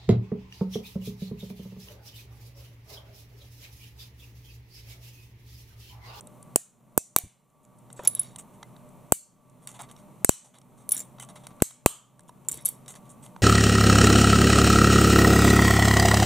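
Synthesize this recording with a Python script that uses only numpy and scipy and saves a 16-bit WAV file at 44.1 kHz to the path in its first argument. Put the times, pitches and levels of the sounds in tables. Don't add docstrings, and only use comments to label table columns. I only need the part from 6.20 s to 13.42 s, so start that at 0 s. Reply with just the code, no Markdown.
import sys
import numpy as np
from scipy import signal
from scipy.fft import rfft, irfft, next_fast_len
from scipy.io import wavfile
from scipy.ndimage import map_coordinates

SR = 44100
rng = np.random.default_rng(int(sys.argv[2]) if len(sys.argv) > 2 else 0)


def volts_from_db(level):
    exponent = np.asarray(level, float) / 20
    return 10 ** exponent


def to_wav(s):
    ch = np.atleast_2d(s).T
    pcm = np.round(np.clip(ch, -1, 1) * 32767)
    wavfile.write(sys.argv[1], SR, pcm.astype(np.int16))


N = 318402

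# pitch_hz, density_db_per_hz
ROOM_SPECTRUM = [(20, -21.5), (70, -19), (100, -23.5), (118, 1.5), (240, -6.5), (323, -12.5), (1140, -16.5),
                 (1330, -24), (1650, -32.5), (2100, -29.5), (4200, -38), (4950, -45), (5800, -37.5),
                 (8650, -31), (15200, -35.5), (16500, -56)]
# pitch_hz, width_hz, level_db (against the room noise)
HUM_LINES = [(129.7, 0.95, -6.5), (194, 11, -8.5), (240, 8, -9.5), (601.2, 10, -11), (750, 6.6, -26),
             (919, 11, -16.5), (1149, 2.6, -14.5)]
# pitch_hz, likeness_0_to_1
ROOM_LIKENESS = [(60, 0.58), (1500, .9), (5000, 1), (9000, 0.13)]
# pitch_hz, likeness_0_to_1
CLOSE_LIKENESS = [(1400, .92), (2800, 1), (5500, 1), (10000, 0.99), (14000, .6)]

# start_s, peak_db, body_db
TICKS = [(0.0074, -32, -14), (0.0703, -33, -11), (0.2264, -34.5, -15.5), (1.4493, -41.5, -13),
         (1.728, -34, -21), (2.1592, -29.5, -4), (2.4283, -36.5, 5.5), (2.563, -45.5, 1),
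         (2.6894, -46, -14), (3.2974, -45.5, -9.5), (3.4726, -21, -9.5), (3.4894, -30, -6),
         (3.5608, -43, -13), (3.6124, -28, -25), (3.6185, -29, -18), (3.712, -33, -7), (3.7755, -51, 0),
         (3.763, -46.5, 2.5), (4.384, -38.5, -7), (4.4144, -46, 1.5), (4.9835, -54.5, 13.5),
         (4.998, -28, -3), (5.0473, -34, -24), (5.2682, -28.5, -2), (5.2765, -42, -9), (5.364, -51, -19.5),
         (5.4015, -50, 11), (5.508, -34.5, -4), (4.104, -35, -1), (1.3, -57, -20), (5.9934, -42, -3.5),
         (6.034, -51, -15), (1.7015, -47, 3.5), (6.2478, -51.5, -5), (6.265, -55.5, -6.5),
         (6.0055, -43.5, -9), (6.092, -37, -1), (6.66, -40.5, 0), (6.6798, -24, -9), (6.7397, -42.5, 4),
         (7.0625, -39.5, 0), (7.162, -47, 10)]
# start_s, peak_db, length_s, body_db
RUBS = [(1.4292, -55, 0.03, -17), (1.5836, -45, 0.0077, -14), (1.7, -52.5, 0.062, -4),
        (1.764, -45, 0.06, 1.5), (1.7921, -58, 0.011, 16.5), (1.8194, -65, 0.04, 15),
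        (2.1824, -24.5, 0.022, -11.5), (2.3347, -46.5, 0.022, -7.5), (3.4174, -47, 0.05, -6),
        (3.4754, -34, 0.048, -6), (3.5403, -39, 0.032, -1), (3.5892, -34.5, 0.027, 1.5),
        (3.6284, -40.5, 0.022, 1), (3.686, -43.5, 0.028, 2), (3.7794, -44.5, 0.03, -1.5),
        (4.2394, -42.5, 0.043, -5), (4.3365, -43.5, 0.035, -0.5), (4.5707, -47.5, 0.065, -4.5),
        (5.0004, -28.5, 0.027, -13.5), (5.021, -34.5, 0.019, 0), (5.086, -35, 0.023, -2),
        (5.1547, -34, 0.021, -1), (5.192, -52, .035, -1), (5.282, -48.5, 0.023, -3),
        (3.603, -35.5, 0.01, 0.5), (3.714, -41, 0.013, -17), (6.078, -43.5, 0.015, -8.5),
        (6.25, -57, 0.026, 2.5), (5.234, -44.5, 0.021, 3.5), (5.304, -54, 0.017, 9.5),
        (5.403, -54, 0.012, 5), (6.6836, -28, 0.036, -9), (6.751, -34, 0.02, -3),
        (6.8497, -49, 0.035, -4.5), (6.8907, -35, 0.031, -14), (7.0224, -35, 0.045, -7)]
# start_s, peak_db, length_s,
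# body_db
SLIDES = [(0.986, -1.5, 0.00056, -15), (1.836, -52.5, .03, 11.5), (1.851, -45, 0.012, 10.5),
          (1.88, -44, 0.071, -3.5), (1.955, -40, 0.055, -5), (1.999, -44.5, 0.11, -2.5),
          (4.709, -30, 0.0066, -8), (4.723, -27, 0.06, -8.5), (4.766, -33, 0.058, -15.5),
          (6.29, -26, 0.012, -9), (6.318, -33.5, 0.025, -3.5), (6.375, -47, 0.05, 0.5),
          (6.46, -21, 0.033, -14), (6.49, -43.5, 0.079, -11), (6.335, -35, 0.044, -8)]
# pitch_hz, density_db_per_hz
PLASTIC_SPECTRUM = [(880, -27), (1500, -32), (1800, -26.5), (2010, -13), (2380, -15.5), (3480, -4),
                    (5000, -8.5), (5930, 10), (8770, 14.5), (11300, 2.5), (15200, -5.5), (16000, -13),
                    (16500, -48)]
# pitch_hz, level_db, t60_s
RULER_MODES = [(2057, -25, 0.065), (2960, -32, 0.0025), (3380, -30, 0.0025)]
# pitch_hz, level_db, t60_s
RUSTLE_MODES = [(2355, -20, 0.0076), (3830, -15.5, .015), (4530, -19.5, 0.014), (5600, -15.5, 0.014)]

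# start_s, crack_db, echo_db, echo_under_5khz_db, echo_over_11khz_db
FRACTURES = [
    (0.3594, -3, -40, -2, 5.5),
    (0.777, -8, -40, -7.5, -1.5),
    (0.9626, -3, -39, 3.5, 6),
    (2.922, -1.5, -36.5, -8, 5.5),
    (4.0466, -5.5, -37.5, -7.5, -7),
    (4.0926, -5.5, -37, 1, 1),
    (5.4216, -6, -36, -1, 6.5),
    (5.6605, -5, -35, 0, 8.5),
]
FRACTURE_LOADS = [8, 6, 14, 8, 2, 0, 4, 6]
FRACTURE_BODIES = [-6, -2.5, 2.5, -3, -0.5, 0, 2, 5.5]
# pitch_hz, density_db_per_hz
CRACK_SPECTRUM = [(1120, -13), (1900, -12), (3500, -17), (4200, -12.5), (4860, -22), (7270, 2),
                  (8330, -2.5), (11000, -3), (14500, -7), (15600, -7), (16800, -22.5)]
# pitch_hz, density_db_per_hz
ECHO_SPECTRUM = [(900, -18), (2000, -21), (3300, -12), (4750, -11), (5150, -19), (5550, -9), (7300, 1.5),
                 (8500, 2.5), (11000, -6), (15500, -16.5), (16500, -35)]
# pitch_hz, t60_s
ECHO_DECAY = [(1500, 0.6), (4000, .4), (8000, 0.36), (11000, 0.23), (15500, 0.2)]
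# signed_height, pitch_hz, cycles_to_die, recoil, delay_s
LURCHES = [
    [(-1.8, 170, .55, 0, .0003), (.66, 310, .8, .43, .0006), (1.5, 1200, .6, .43, .00064),
     (2.8, 440, 1.2, 0, .001), (1.6, 290, 1, -.26, .0008), (-3.5, 360, 1.1, .06, .0007),
     (2.9, 260, 1, .09, .0006), (2.3, 390, 1.4, .29, .00085)],
    [(1.2, 410, 1.9, .47, .001), (-2.8, 250, .85, 1, .00087), (-2.5, 160, .42, .05, .0009),
     (1.1, 740, 1.7, 1.2, .0012), (-2.3, 320, .77, -.15, .0005), (-1.3, 690, 2.5, -.13, .0005),
     (2.4, 310, 1.2, .13, .0008), (5.2, 260, .66, .41, .00095)],
]
# start_s, pitch_hz, width_hz
STUBS = [(.361, 2580, 70), (.361, 690, 80), (.361, 4340, 150), (.779, 690, 80), (.779, 2610, 70),
         (.964, 3710, 170), (2.924, 2970, 130), (4.094, 3180, 200), (4.803, 7300, 300), (5.002, 3050, 60),
         (5.423, 2255, 200), (5.423, 4090, 300), (5.66, 1210, 190), (5.661, 3130, 320), (1.762, 7860, 350),
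         (.964, 716, 90), (.964, 2320, 120), (2.924, 2330, 100), (2.924, 3680, 150), (.779, 5870, 130),
         (.361, 1840, 100)]
# level_db, t60_s
STUB_RINGS = [(-43, 0.066), (-58.5, .2), (-59, 0.092), (-59.5, 0.23), (-58.5, 0.16), (-46, 0.13),
              (-56, 0.18), (-55.5, .2), (-35, 0.062), (-49, 0.15), (-65, 0.7), (-52.5, .25), (-49.5, 0.53),
              (-46.5, 0.46), (-54.5, .25), (-50.5, 0.28), (-51.5, .25), (-59, .25), (-55.5, 0.13),
              (-50, 0.17), (-58, 0.18)]

# start_s, level_db, pitch_hz, t60_s
KNOCKS = [(0.985, -37, 410, 0.018), (1.037, -32.5, 83, 0.066), (1.046, -40, 259, 0.018),
          (1.059, -42, 150, 0.03), (1.793, -31.5, 550, 0.055), (1.796, -36, 960, 0.063),
          (1.7926, -40, 1800, 0.018), (1.7935, -40, 2500, .02), (1.793, -41, 1250, .02),
          (1.794, -35.5, 720, .03), (1.795, -39, 360, .04), (1.838, -41.5, 380, .04),
          (1.803, -35, 540, .05), (1.806, -55, 1300, .03), (1.836, -39.5, 580, .05),
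          (1.851, -43, 897, 0.045), (1.851, -53, 1123, .02), (1.876, -42.5, 1700, .015),
          (1.8752, -51, 1400, .015), (1.873, -28.5, 548, 0.013), (5.6617, -10, 1230, 0.01),
          (5.6618, -2.5, 2300, 0.0034), (.96315, -12.5, 1200, 0.0071), (1.069, -41, 110, .03),
          (6.33, -50, 65, 0.16), (6.0941, -37.5, 980, 0.023), (4.692, -40.5, 420, .03),
          (4.719, -39, 310, 0.028), (4.746, -46, 770, .03), (4.767, -46, 290, 0.046),
          (4.803, -47, 490, 0.037), (6.286, -43.5, 366, 0.044), (6.315, -44, 290, .05),
          (6.345, -46, 460, .05), (6.375, -43.5, 340, 0.036), (6.456, -41, 600, 0.019)]
# start_s, peak_db, left_right_db, clack_db
LANDINGS = [
    [(1.8357, -39, -4.5, -6), (1.8497, -25.5, 1.5, -2), (1.8545, -30.5, -0.5, -2.5)],
    [(1.8739, -4.5, -3, -8.5), (1.8755, -3.5, 0.5, -8), (1.8775, -9, -2, -9.5), (1.8838, -30.5, -0.5, -6),
     (1.897, -32, 0, -5), (1.95, -15.5, -1, -8.5), (1.9935, -17.5, -1, -11), (1.9955, -11, -1, -14.5),
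     (2.0148, -22.5, -0.5, -15.5), (2.0314, -33.5, 1, -0.5), (2.0444, -42.5, 1, -0.5)],
    [(4.6912, -16, -2.5, -3), (4.709, -27, 2.5, 1), (4.713, -31, 4, -6), (4.7186, -9, -4.5, -4.5),
     (4.7208, -10.5, 2, -9), (4.7252, -13, 1, -10), (4.7295, -27, -3, -13), (4.7455, -19, -3, -20.5),
     (4.7495, -31.5, -4, -16)],
    [(4.7661, -21, -3, -8), (4.7735, -37, 0, -12), (4.7774, -19.5, 5, -11), (4.7935, -25, -0.5, -12),
     (4.8027, -28, -2, -8), (4.8165, -36, 7, -14)],
    [(6.2856, -18.5, -1.5, -1.5), (6.2885, -25, 1, -4), (6.293, -30, -2, -5), (6.3145, -27, 0.5, 2),
     (6.3185, -24.5, -2.5, -7.5), (6.3274, -28.5, -1, -6.5), (6.3739, -37, -0.5, 4.5)],
    [(6.3425, -32, 4.5, -14), (6.354, -38, -3.5, -14.5), (6.4103, -43, -3, -9), (6.4228, -44.5, -2, -4),
     (6.4503, -30, 0.5, -2), (6.4552, -12, 3, -9), (6.4575, -16.5, -5, -7), (6.4592, -14, -2.5, -7),
     (6.4612, -23, -6, -14), (6.4877, -16, -4, -13), (6.4915, -31, 5, -14.5)],
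]
# pitch_hz, level_db, t60_s
PIECES = [
    [(2460, -11.5, .05), (3510, -9.5, 0.064), (5580, -12, 0.06), (6800, 0.5, .015), (7280, 0, 0.0483),
     (8277, -9, 0.032), (9820, -7.5, .026), (10620, -7.5, .025), (11500, -7.5, .03), (13000, -0.5, .02),
     (14010, -6, .022), (14840, -2, .026)],
    [(4040, -36, 0.04), (7900, -26, .015), (8200, -12, 0.017), (9360, -20, 0.03), (10115, 2.5, .065),
     (10595, -2.5, 0.04), (10900, -24, .05), (11610, -10, .05), (13200, -22, 0.04), (14150, -20, .05),
     (14800, -17, .015)],
    [(3850, -28, 0.035), (4350, -28, .04), (5600, -26, .05), (7130, -20, .04), (8270, -12, .04),
     (9845, 3, .05), (10110, 5, .042), (10595, -1, 0.045), (11600, -9, 0.042), (12120, -12, 0.031),
     (13400, -6, .03), (14360, -4, .023), (14850, -9.5, 0.031)],
]
# pitch_hz, level_db, t60_s
LATER_PIECES = [
    [(3850, -30, 0.11), (5730, -15, 0.084), (6900, -4, 0.062), (7320, -0.5, 0.07), (8440, -3, 0.054),
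     (9000, -23, .04), (10200, 5, 0.04), (10240, -4, 0.037), (10300, -15, .05), (12060, -7, 0.053),
     (13000, -9, 0.043), (14100, -22, .04)],
    [(4070, -37.5, 0.0353), (5740, -16, .023), (7150, 3.5, 0.0329), (7720, 7.5, 0.029), (8500, 6.5, 0.017),
     (9120, 3.5, 0.026), (9990, -5, 0.065), (12070, -0.5, 0.032), (12500, -30, .014), (14700, -28, .025)],
    [(3740, -48, 0.05), (6350, -25.5, 0.016), (7700, -10, 0.11), (8700, -22, 0.057), (8860, 0.5, 0.044),
     (10060, 8.5, 0.031), (10300, -16, 0.051), (10600, -4, 0.046), (11500, 0, 0.044), (12140, -22, .05),
     (12700, -8, 0.067), (15200, -9, .04)],
]
# pitch_hz, density_db_per_hz
CLACK_SPECTRUM = [(500, -22.5), (1300, -17), (2000, -17), (3800, -9.5), (5000, -14), (6000, -4),
                  (8770, 3.5), (15200, -8), (16500, -48)]

ROOM_DB, DUCK_DB, HISS_DB = -53.5, 17.5, -13
GRAB_S, RECOVER_S, LANDING_LOAD_DB = .008, 0.2, -33
TICK_S, TICK_LOW_DB, TICK_TOP_DB, TICK_BROAD_DB = 0.0031, 0.5, -10, -10.5
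RUB_LOW_DB, RUB_TOP_DB, RUB_BROAD_DB = 1, -11, -11.5
SLIDE_LOW_DB, SLIDE_TOP_DB, SLIDE_BROAD_DB = -7, -4, -2.5
LOW_FOLLOWS = 1.44
FIRM_DB, TOP_FOLLOWS = -32, 0.48
CAPSULE_HZ, CAPSULE_WOBBLE, CAPSULE_DB = 8200, .07, -3.5
TEAR_S, TEAR_NOISE_DB, TEAR_CEILING = 0.00082, -2.5, .8
DESK_S, DESK_DB = .0019, -9
PORT_CUT_HZ = 2600
HELD_DB, HELD_SHARE = 7, .3


def rms_one(x):
    return x / np.sqrt(np.mean(x ** 2) + 1e-20)


def at_hz(points, hz):
    table_hz, values = np.transpose(points)
    return np.interp(np.log(hz + 1), np.log(table_hz), values)


def colour(x, spectrum):
    log_gain = np.log(volts_from_db(at_hz(spectrum, np.fft.rfftfreq(8192, 1 / SR))))
    cepstrum = irfft(log_gain)
    cepstrum[1:4096] *= 2
    cepstrum[4097:] = 0
    taps = irfft(np.exp(rfft(cepstrum)))[:4096]
    return signal.oaconvolve(x, taps[None] / np.sqrt(np.sum(taps ** 2)), axes=1)[:, :N]


def split(x, low_hz, high_hz):
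    return signal.sosfilt(signal.butter(2, [low_hz, high_hz], "band", fs=SR, output="sos"), x)


def pair(likeness):
    size = next_fast_len(N)
    alike = np.clip(at_hz(likeness, np.fft.rfftfreq(size, 1 / SR)), 0, 1)
    spectra = rfft(rng.standard_normal((2, size))) * np.sqrt([(1 + alike) / 2, (1 - alike) / 2])
    mid, side = irfft(spectra, size)[:, :N]
    return mid + side * [[1], [-1]]


def patchy(x, patch_db, width_hz, length_s):
    _, _, z = signal.stft(x, SR, nperseg=1024)
    across_pitch = np.arange(z.shape[1]) * SR / 1024 / width_hz
    across_time = np.arange(z.shape[2]) * 512 / SR / length_s
    places = np.meshgrid(across_pitch, across_time, indexing="ij")
    field = map_coordinates(rng.standard_normal((400, 400)), places, order=1, mode="mirror")
    _, patched = signal.istft(z * volts_from_db(patch_db * field), SR, nperseg=1024)
    return rms_one(patched[:, :N]) * np.std(x)


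def clicks(times, heights):
    out = np.full((2, N), 1e-18)
    np.add.at(out, (slice(None), np.round(np.asarray(times) * SR).astype(int)), heights)
    return out


def fade(x, t60):
    return signal.lfilter([1], [1, -volts_from_db(-60 / (t60 * SR))], x)


def ring(x, hz, t60):
    r, w = volts_from_db(-60 / (t60 * SR)), 2 * np.pi * hz / SR
    return signal.lfilter([0, np.sin(w)], [1, -2 * r * np.cos(w), r * r], x)


def panned(db, pan_db):
    return volts_from_db(np.array([db + pan_db / 2, db - pan_db / 2]))


def ducking():
    hits = np.concatenate(LANDINGS)
    load = clicks(np.transpose(FRACTURES)[0], volts_from_db(np.array(FRACTURE_LOADS)))
    load += clicks(hits[:, 0], volts_from_db(hits[:, 1] + LANDING_LOAD_DB))
    held = signal.lfilter([1], [1, -np.exp(-1 / (RECOVER_S * SR))], load[0])
    grab = np.exp(-1 / (GRAB_S * SR))
    charge = signal.lfilter([1 - grab], [1, -grab], held)
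    return -DUCK_DB * np.tanh(charge)


def room():
    air = colour(pair(ROOM_LIKENESS), ROOM_SPECTRUM)
    air = air / np.std(split(air, 68, 1300))
    hum = pair(ROOM_LIKENESS)
    for hz, width_hz, db in HUM_LINES:
        air = air + volts_from_db(db) * rms_one(ring(hum, hz, 2.2 / width_hz))
    hiss = split(air[:, ::-1], 2500, 17000)
    return volts_from_db(ROOM_DB + ducking()) * air + volts_from_db(ROOM_DB + HISS_DB) * hiss


def weighted(rows, low_db, top_db, broad_db, ruler_db=0):
    contacts = []
    for s, db, length_s, body_db in rows:
        low = low_db + LOW_FOLLOWS * body_db
        top = top_db + TOP_FOLLOWS * (db - FIRM_DB)
        contacts.append((s, db, length_s, low, body_db, top, ruler_db, broad_db))
    return contacts


def contact_sound(contacts, level_db, grain_db):
    envelopes = np.zeros((6, N))
    for s, db, length_s, low_db, middle_db, top_db, ruler_db, broad_db in contacts:
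        t = np.arange(round(3 * length_s * SR)) / SR / length_s
        shape = np.minimum(t / 0.13, 1) / (1 + t ** 4)
        weights_db = np.array([low_db, middle_db, 0, top_db, middle_db + ruler_db, middle_db + broad_db])
        i = round(s * SR)
        envelopes[:, i:i + len(t)] += np.outer(volts_from_db(db + weights_db), shape)[:, :N - i]
    low_env, middle_env, high_env, top_env, ruler_env, broad_env = envelopes
    grain = np.repeat(rng.standard_normal(N // 60 + 1), 60)[:N]
    slips = patchy(pair(CLOSE_LIKENESS), patch_db=4.0, width_hz=430, length_s=0.036) * volts_from_db(grain_db * grain)
    low = 4.8 * split(low_env * slips, 630, 1236)
    middle = 7.67 * split(middle_env * slips, 2400, 3700)
    held = 2.8 * split(ruler_env * slips, 1800, 3800)
    middle = middle + sum(volts_from_db(db) * ring(held, hz, t60) for hz, db, t60 in RULER_MODES)
    broad = split(broad_env * slips[:, ::-1], 1200, 6000)
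    broad = broad + sum(volts_from_db(db) * ring(broad, hz, t60) for hz, db, t60 in RUSTLE_MODES)
    high = split(high_env * slips, 7100, 13000)
    top = 4 * split(split(top_env * slips, 11000, 17000), 13000, 19000)
    plastic = low + broad + colour(middle + high + top, PLASTIC_SPECTRUM)
    return volts_from_db(level_db) * plastic * panned(0, -1.3)[:, None]


def ticks():
    rows = np.insert(TICKS, [2], TICK_S, axis=1)
    contacts = weighted(rows, TICK_LOW_DB, TICK_TOP_DB, TICK_BROAD_DB)
    return contact_sound(contacts, -10.5, grain_db=4.0)


def cracks():
    s, crack_db, *_ = np.transpose(FRACTURES)
    start = clicks(s, panned(crack_db, 0))
    tear = signal.lfilter(np.ones(round(TEAR_S * SR)), [1], start)
    envelope = 1.35 * tear + 0.4 * fade(start, 0.014) + 0.094 * fade(start, 0.011)
    noise = volts_from_db(TEAR_NOISE_DB) * colour(envelope * pair(CLOSE_LIKENESS), CRACK_SPECTRUM)
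    latest = np.maximum(np.searchsorted(s, np.arange(N) / SR + .001) - 1, 0)
    body_gain = volts_from_db(np.array(FRACTURE_BODIES))[latest]
    out = split(noise, 5000, 20000) + body_gain * split(noise, 1300, 5000)
    knots = np.arange(N // 16 + 2)
    wobble = np.interp(np.arange(N) / 16, knots, rng.standard_normal(len(knots)))
    phase = 2 * np.pi * np.cumsum(CAPSULE_HZ * (1 + CAPSULE_WOBBLE * wobble)) / SR
    out += volts_from_db(CAPSULE_DB) * envelope * np.sin(phase)
    out = TEAR_CEILING * np.tanh(out / TEAR_CEILING)
    return out + volts_from_db(DESK_DB) * np.roll(out, round(DESK_S * SR), axis=1)


def lurches():
    recoil_s = 0.00063
    out, t = np.zeros((2, N)), np.arange(1500) / SR
    late = np.maximum(t - recoil_s, 0)
    creep = -.09 * (1 - np.exp(-late / .0015)) * np.exp(-late / 0.0022)
    for port, rows in enumerate(LURCHES):
        for (s, *_), (height, hz, cycles, recoil, after_s) in zip(FRACTURES, rows):
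            swing = np.sin(2 * np.pi * hz * late) * volts_from_db(-60 * late * hz / cycles)
            back = -recoil * swing.max() * np.sin(np.pi * np.minimum(t / recoil_s, 1))
            i = round((s + after_s - recoil_s - .25 / PORT_CUT_HZ) * SR)
            out[port, i:i + 1500] += height * (back + swing + creep)
    return signal.sosfilt(signal.butter(2, PORT_CUT_HZ, fs=SR, output="sos"), out)


def echoes():
    s, _, echo_db, low_db, top_db = np.transpose(FRACTURES)
    noise = patchy(pair(ROOM_LIKENESS), patch_db=5.5, width_hz=130, length_s=0.16)
    noise = colour(noise, ECHO_SPECTRUM)
    out = np.zeros((2, N))
    edges = np.geomspace(900, 17500, 12)
    for k, (low_hz, high_hz) in enumerate(zip(edges, edges[1:])):
        hz = np.sqrt(low_hz * high_hz)
        db = echo_db + low_db * (hz < 5000) + top_db * (hz > 11000)
        envelope = fade(clicks(s + 0.0011, volts_from_db(db))[0], at_hz(ECHO_DECAY, hz))
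        out += envelope * split(np.roll(noise, 5000 * k, axis=1), low_hz, high_hz)
    return out


def stubs():
    out, noise = np.zeros((2, N)), pair(CLOSE_LIKENESS)
    t = np.arange(SR) / SR
    for (s, hz, width_hz), (db, t60) in zip(STUBS, STUB_RINGS):
        i = round(s * SR)
        rough = rms_one(ring(noise[:, i:i + SR], hz, 2.6 / width_hz))
        out[:, i:i + SR] += volts_from_db(db - 60 * t / t60) * rough
    return out


def knocks():
    out = sum(volts_from_db(db) * ring(clicks([s], 0.99)[0], hz, t60) for s, db, hz, t60 in KNOCKS)
    return signal.lfilter([.3], [1, -.7], out)


def rubs_and_slides():
    contacts = weighted(RUBS, RUB_LOW_DB, RUB_TOP_DB, RUB_BROAD_DB)
    contacts += weighted(SLIDES, SLIDE_LOW_DB, SLIDE_TOP_DB, SLIDE_BROAD_DB, ruler_db=-40.5)
    return contact_sound(contacts, -16.0, grain_db=3.0)


def landings():
    chatter_s, first_touch = .007, 5
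    wet_db, pile_t60_s = -19, 0.23
    out, clack = np.zeros((2, N)), np.zeros((2, N))
    contacts = pair([(5000, 1.0), (16000, 0.8)])
    for hits, modes in zip(LANDINGS, PIECES + LATER_PIECES):
        s, db, pan_db, clack_db = np.transpose(hits)
        touch = clicks(s, panned(db - 33.5, pan_db))
        strike = first_touch * touch + fade(touch, chatter_s) * contacts
        heard = slice(round(s.min() * SR), round(s.max() * SR) + SR // 5)
        strike = strike[:, heard]
        for k, (hz, mode_db, t60) in enumerate(modes):
            free = ring(strike, hz, t60)
            held = volts_from_db(HELD_DB) * ring(strike, hz, HELD_SHARE * t60)
            out[:, heard] += (-1) ** k * volts_from_db(mode_db) * (free + held)
        clack += clicks(s, panned(db + clack_db - 5.0, pan_db))
    out = out + colour(fade(clack, 0.011) * contacts[:, ::-1], CLACK_SPECTRUM)
    t = np.arange(SR // 3) / SR
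    walls = rng.standard_normal((2, len(t))) * volts_from_db(-60 * t / pile_t60_s) * (t > .004)
    walls = rms_one(walls) / np.sqrt(len(t))
    return out + volts_from_db(wet_db) * signal.oaconvolve(out, walls, axes=1)[:, :N]


def scene():
    handling = ticks() + rubs_and_slides()
    fractures = cracks() + lurches() + echoes() + stubs()
    return room() + handling + fractures + knocks() + landings()


def band_limit(x):
    return signal.sosfilt(signal.butter(12, 16980, fs=SR, output="sos"), x)


def record(dry):
    limited = np.clip(1.432 * np.tanh(dry / 1.4), -1, 1)
    cut = signal.sosfilt(signal.cheby2(12, 80, 17000, fs=SR, output="sos"), limited)
    return band_limit(cut)


dry = scene()
out = record(dry)
to_wav(out)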